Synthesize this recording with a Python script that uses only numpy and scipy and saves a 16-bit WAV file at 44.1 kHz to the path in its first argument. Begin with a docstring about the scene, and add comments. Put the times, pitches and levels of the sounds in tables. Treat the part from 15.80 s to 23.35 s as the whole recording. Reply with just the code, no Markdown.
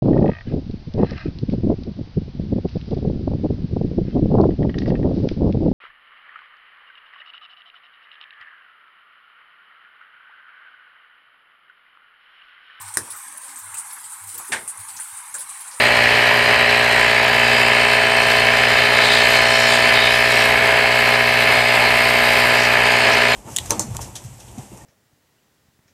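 """A small piston tyre inflator runs on a workshop floor, its needle nozzle blowing dust from a computer.
From the start, each crank turn gives a low pump stroke, two knocks in the plastic housing and an air puff;
panels ring, the motor whines, gears rattle and another machine hums faintly. Near 1.1 s the knock hardens.
From 3 to 4.7 s the jet swells and whistles over the sockets; near 5.3 s it eases through the grille.
Short whistles return between 6 and 7.4 s; the panels stop at 6.6 s while the pump runs on."""
import sys
import numpy as np
from scipy import signal
from scipy.fft import rfft, irfft, next_fast_len
from scipy.io import wavfile
from scipy.ndimage import uniform_filter1d, map_coordinates

SR = 44100
rng = np.random.default_rng(int(sys.argv[2]) if len(sys.argv) > 2 else 0)


def digitize_waveform(pressure):
    """Quantize a signal to 16-bit integers and store it at the path in sys.argv[1].

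    Rows of a 2-D input are taken as channels; values are limited to [-1, 1].
    """
    field = np.atleast_2d(pressure).T
    bounded = np.clip(field, -1, 1)
    quanta = np.round(bounded * 32767).astype(np.int16)
    wavfile.write(sys.argv[1], SR, quanta)


N = 332955
TIME_S = np.arange(N) / SR


def amp(db):
    """Decibels to gain."""
    return 10 ** (np.asarray(db) / 20)


def unit(x):
    """Scale to rms 1."""
    return x / np.sqrt(np.mean(x ** 2) + 1e-20)


def curve(rows):
    """(time [s], value) rows to one value per sample."""
    return np.interp(TIME_S, *np.transpose(rows))


def wobble(rate_hz, hop=128):
    """Smooth random curve, rate_hz knots a second."""
    coarse = np.arange(0, N + hop, hop)
    knots = rng.standard_normal(int(N * rate_hz / SR) + 4)
    return np.interp(np.arange(N), coarse, map_coordinates(knots, [coarse * rate_hz / SR]))


def gate(start_s, end_s, fade_s=0.026):
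    """1 between two times, soft edges."""
    return np.clip(np.minimum(TIME_S - start_s, end_s - TIME_S) / fade_s + .5, 0, 1)


def arch(start_s, end_s):
    """Half-sine swell between two times."""
    return np.sin(np.pi * np.clip((TIME_S - start_s) / (end_s - start_s), 0, 1))


def filtered(x, response):
    """Apply a complex frequency response."""
    size = next_fast_len(N + SR // 2)
    return irfft(rfft(x, size) * response(np.fft.rfftfreq(size, 1 / SR)), size)[:N]


def narrow(x, hz, width_hz):
    """One resonance driven by x, rms 1."""
    return unit(signal.lfilter(*signal.iirpeak(hz, hz / width_hz, SR), x))


def noise(spectrum):
    """Noise of rms 1 shaped by (frequency [Hz], level [dB]) rows."""
    hz, db = np.transpose(spectrum)
    response = lambda f: amp(np.interp(np.log(f + 1), np.log(hz), db, -120, -120))
    return unit(filtered(rng.standard_normal(N), response))


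def cyclic(turns, shape, depth):
    """Gain of rms 1, repeating every crank turn."""
    angle, db = np.transpose(shape)
    return unit(amp(depth * np.interp(turns, angle, db, period=1)))


def patchy(x, depth_db):
    """Narrow bands swell and fade over tenths of a second; rms 1."""
    bands = signal.stft(x, nperseg=1024)[2]
    ripple = uniform_filter1d(rng.standard_normal(bands.shape), size=3, axis=0)
    ripple = unit(uniform_filter1d(ripple, size=26, axis=1))
    return unit(signal.istft(bands * amp(depth_db * ripple), nperseg=1024)[1][:N])


# Crank speed (time [s], speed [turns/s])
CRANK_HZ = [(0, 59.58), (.6, 59.537), (3.4, 59.905), (4.3, 59.859), (4.7, 60.004), (7.55, 60.159)]
def crank():
    """Crank angle in turns; the speed creeps up as the motor warms."""
    return .15 + np.cumsum(curve(CRANK_HZ)) / SR


# Stroke harmonics (order [x crank speed], base level [dB])
STROKE_DB = [(1, -43), (2, -34), (3, -55), (4, -35), (5, -45), (6, -42), (7, -32), (8, -39), (9, -33.5),
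             (10, -30), (11, -26.5), (12, -32.5), (13, -33), (14, -44.5), (15, -66), (16, -36.5), (17, -32),
             (18, -50)]
# Shift towards harmonic 10, away from 11 (time [s], shift [dB])
BALANCE_DB = [(0, 4.5), (1.7, -0.6), (5, -1.5), (7.55, -0.7)]
def pump(turns, scatter_rad=0.48, waver_db=1.0, crest_turns=.635):
    """Compression stroke: low harmonics crest together once a turn."""
    balance_db = curve(BALANCE_DB)
    shift_db = {10: balance_db, 11: -balance_db}
    angle_rad = 2 * np.pi * (turns - crest_turns)
    stroke = np.zeros(N)
    for order, db in STROKE_DB:
        level = amp(db + shift_db.get(order, 0) + waver_db * wobble(3.01))
        stroke += level * np.sqrt(2) * np.cos(order * angle_rad + scatter_rad * rng.standard_normal())
    return stroke


# Housing modes (frequency [Hz], width [Hz], gain [dB])
HOUSING_MODES = [(1210, 80, -7.5), (1753, 138, -0.5), (2032, 42, -0.5), (2185, 166, -2), (2465, 470, -5.5),
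                 (3040, 113, -7)]
def housing(f):
    """Response of the plastic shell: damped modes of alternating sign."""
    response = 0
    for k, (hz, width_hz, db) in enumerate(HOUSING_MODES):
        damping = 1j * f * width_hz
        response += (-1) ** k * amp(db) * damping / (hz * hz - f * f + damping)
    return response


SETTLE_S, SETTLE_LENGTH_S = 1.1, 0.25
def knocks(turns, strike_turns=.385, jitter_turns=0.00058, scatter_db=1.14):
    """The piston knocks at the end of its travel and rebounds; both blows ring the housing."""
    sample, turn = np.arange(N), np.arange(int(turns[-1]))
    settled = np.clip((TIME_S - SETTLE_S) / SETTLE_LENGTH_S + .5, 0, 1)
    knock_db = -31.5 + 2.5 * settled
    rebound_db = -35.5 + 2.0 * wobble(1.58)
    gap_turns = np.interp(settled, (0, 1), (.098, .14))
    blows = np.zeros(N)
    for db, lag_turns in ((knock_db, 0), (rebound_db, gap_turns)):
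        timing, force = rng.standard_normal((len(turn), 2)).T
        at = np.interp(turn + strike_turns + jitter_turns * timing, turns - lag_turns, sample)
        blows += clicks(at, amp(np.interp(at, sample, db) + scatter_db * force))
    period_samples = N / len(turn)
    return period_samples / np.sqrt(2) * filtered(blows, housing)


def clicks(at, size):
    """Band-limited clicks at fractional sample positions."""
    index = np.floor(at)[:, None].astype(int) + np.arange(-7, 9)
    offset = index - at[:, None]
    taps = size[:, None] * np.sinc(offset) * np.cos(np.pi * offset / 16) ** 2
    return np.bincount(np.clip(index, 0, N).ravel(), taps.ravel(), N + 1)[:N]


# Panel ringing (start [s], end [s], frequency [Hz], level [dB])
PANEL_RINGS = [(0, 1.4, 1916, -29), (0, 1.2, 2920, -33), (1.5, 2.7, 2620, -30), (1.52, 4.4, 3052, -34.5),
               (0, 4.6, 1807, -36), (4, 4.6, 2200, -35), (4.65, 6.6, 2173, -32.5), (6.3, 6.6, 2087, -32)]
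def panels(knocking, width_hz=30):
    """Loose panels pick up single harmonics of the shaking housing."""
    return sum(gate(start_s, end_s) * amp(db) * narrow(knocking, hz, width_hz)
               for start_s, end_s, hz, db in PANEL_RINGS)


# Four hum tones, then the whine tones (frequency [x crank speed], base level [dB])
HUM_AND_WHINE_DB = [(1.23, -53), (1.85, -53), (2.46, -58), (3.69, -53), (6.73, -39.5), (8.73, -56),
                    (12.73, -46), (14.19, -35.5), (15.19, -74)]
def hum_and_whine(turns, waver_db=2.5, drift_rad=0.1):
    """Faint low hum of another machine (74-221 Hz), under the motor's higher whine."""
    tones = np.zeros(N)
    for ratio, db in HUM_AND_WHINE_DB:
        level = amp(db + waver_db * wobble(4.6))
        tones += level * np.sin(2 * np.pi * ratio * turns + drift_rad * wobble(6.8))
    return np.sqrt(2) * tones


# Low and high rattle spectra (frequency [Hz], relative density [dB])
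CLATTER_DB = [(20, -38), (40, -20), (60, -8.5), (130, -10), (290, -10), (350, -8), (410, -1.5), (500, -4.5),
              (650, 0), (850, 2), (1020, 1.5), (1180, -4), (1500, -0.5), (2200, -48)]
RASP_DB = [(900, -43), (1400, -14.5), (1630, 3), (1780, -1), (1900, 0.5), (2250, 2.5), (2450, 0), (2650, 2),
           (2850, -5), (3080, -4.5), (3250, -7), (3500, -28), (4500, -47)]
# Rattle over one turn (angle [turns], relative level [dB])
SHAKE_DB = [(0, -2), (.3, -3.5), (.41, -1.5), (.47, -3), (.56, -5.5), (.68, -3)]
# Brief surges and dips (centre [s], length [s], clatter change [dB])
RATTLE_SURGES = [(0.366, 0.15, 3), (.75, .2, 1.5), (1.01, .18, -2), (1.168, .2, 1.5), (1.36, 0.15, -2.5),
                 (2.57, .14, -2), (3.18, .25, 2), (3.736, 0.3, -2), (4.38, 0.46, -3), (4.848, 0.2, 2),
                 (5.1, .25, -1.5), (5.482, 0.33, -2.5), (5.7, 0.071, 1.5), (5.855, .14, -3),
                 (5.997, .14, 2), (7.288, 0.12, 4.5)]
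def rattle(turns, waver_db=0.75, clatter_ease_db_per_s=0.07, rasp_ease_db_per_s=0.01):
    """Loose gears and bearings chatter through each turn, easing a little as the pump runs in."""
    surge_db = sum(db * arch(centre_s - length_s / 2, centre_s + length_s / 2)
                   for centre_s, length_s, db in RATTLE_SURGES)
    surge_db += waver_db * wobble(11)
    clatter_db = -23.5 + surge_db - clatter_ease_db_per_s * TIME_S
    rasp_db = -18 + 0.4 * surge_db + .8 * gate(0, SETTLE_S) - rasp_ease_db_per_s * TIME_S
    clatter = amp(clatter_db) * noise(CLATTER_DB) * cyclic(turns - .06, SHAKE_DB, depth=0.36)
    rasp = amp(rasp_db) * noise(RASP_DB) * cyclic(turns, SHAKE_DB, depth=0.95)
    return clatter + rasp


# Low, middle and top jet spectra (frequency [Hz], relative density [dB])
RUSH_DB = [(2500, -34), (3300, -2.5), (3450, -0.5), (3560, -2), (3720, -0.5), (4020, 2), (4130, 1),
           (4300, 2), (4580, -2), (4850, 0.5), (5300, -9), (5800, -14), (7500, -20.5)]
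HISS_DB = [(4500, -25), (5600, -5), (6150, -3.5), (6600, -2), (7050, 2.5), (7650, 0), (7950, 3.5),
           (8400, 1.5), (8700, 4.5), (9100, -1.5), (9400, -3), (11000, -26)]
FIZZ_DB = [(8000, -36), (9600, -4), (10300, 0.5), (11000, 1.5), (11900, 1.5), (12700, -2), (13700, -3.5),
           (15500, -10)]
# Air puff over one turn (angle [turns], relative level [dB])
PUFF_DB = [(.01, -1), (.08, 2), (.24, 4.5), (.36, 2.8), (.54, 3.5), (.85, -2.5)]
# Top band of the jet (time [s], base level [dB])
FIZZ_LEVEL_DB = [(0, -42), (2.8, -42.3), (4.7, -39), (5.3, -39.5), (6.7, -38.5), (7.55, -42)]
# Turbulence, most at the sockets, least through the grille (time [s], level re flat metal [dB])
TURBULENCE_DB = [(0, 0), (2.7, 0), (3.3, 3.5), (4.25, 2), (5.25, -1), (6.1, 0.2), (7.05, 1.4), (7.55, .8)]
def jet(turns, flutter_db=0.85, sputter_db=2.2, sway_db=0.54, fizz_sway_db=0.6):
    """Air leaves the needle in puffs; reflections off the case ripple its spectrum as the hand moves."""
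    turbulence_db = curve(TURBULENCE_DB)
    fizz_db = curve(FIZZ_LEVEL_DB) + fizz_sway_db * wobble(9)
    rush = amp(-25.5 + .6 * turbulence_db) * patchy(noise(RUSH_DB), depth_db=1.84)
    hiss = amp(-36.5 + turbulence_db) * patchy(noise(HISS_DB), depth_db=3.0)
    fizz = amp(fizz_db + sputter_db * wobble(900)) * patchy(noise(FIZZ_DB), depth_db=2.3)
    # Higher bands follow the pressure more closely.
    air = rush * cyclic(turns - .05, PUFF_DB, depth=0.36)
    air += hiss * cyclic(turns, PUFF_DB, depth=0.88)
    air += fizz * cyclic(turns, PUFF_DB, depth=1.0)
    return air * amp(flutter_db * wobble(60) + sway_db * wobble(7.6))


# Edge and hollow resonances (start [s], end [s], frequency [Hz], stage width [Hz], crest level [dB])
WHISTLE_BANDS = [(.6, 1.45, 8000, 200, -45), (1.4, 2.8, 8500, 220, -44), (3.1, 3.48, 3750, 550, -21),
                 (3.34, 3.46, 4140, 900, -25), (3.44, 3.6, 11700, 1500, -38),
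                 (3.56, 4.06, 5330, 800, -30.5), (3.6, 4.02, 7160, 200, -39), (3.55, 4.02, 8330, 240, -43),
                 (3.86, 4.0, 3580, 500, -25.5), (3.87, 4.0, 7360, 3000, -29),
                 (4.117, 4.35, 3740, 380, -22.5), (4.26, 4.39, 10500, 3000, -39),
                 (4.48, 4.7, 5540, 500, -35.5), (4.48, 4.7, 8350, 400, -36), (5.607, 6.8, 8630, 330, -42.5),
                 (6.0, 6.11, 4300, 900, -26), (6.76, 6.9, 4970, 2500, -29), (7.31, 7.354, 5450, 1100, -27)]
def whistles(turns):
    """Grille edges and socket hollows ring as the nozzle passes, pulsing with the puffs."""
    eddies = rng.standard_normal(N)
    ringing = np.zeros(N)
    for start_s, end_s, hz, width_hz, db in WHISTLE_BANDS:
        band = narrow(narrow(eddies, hz, width_hz), hz, width_hz)
        ringing += arch(start_s, end_s) * amp(db) * band
    return ringing * cyclic(turns, PUFF_DB, depth=1.0)


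def scene():
    """Machinery and air, mono."""
    turns = crank()
    knocking = knocks(turns)
    machinery = pump(turns) + knocking + panels(knocking) + hum_and_whine(turns) + rattle(turns)
    return (machinery + jet(turns) + whistles(turns))[None]


def record(dry, cutoff_hz=15720):
    """Round off the highest peaks, then low-pass."""
    rounded = dry[0] / (1 + np.abs(dry[0]) ** 6) ** (1 / 6)
    return filtered(rounded, lambda f: f < cutoff_hz)[None]


dry = scene()
out = record(dry)
digitize_waveform(out)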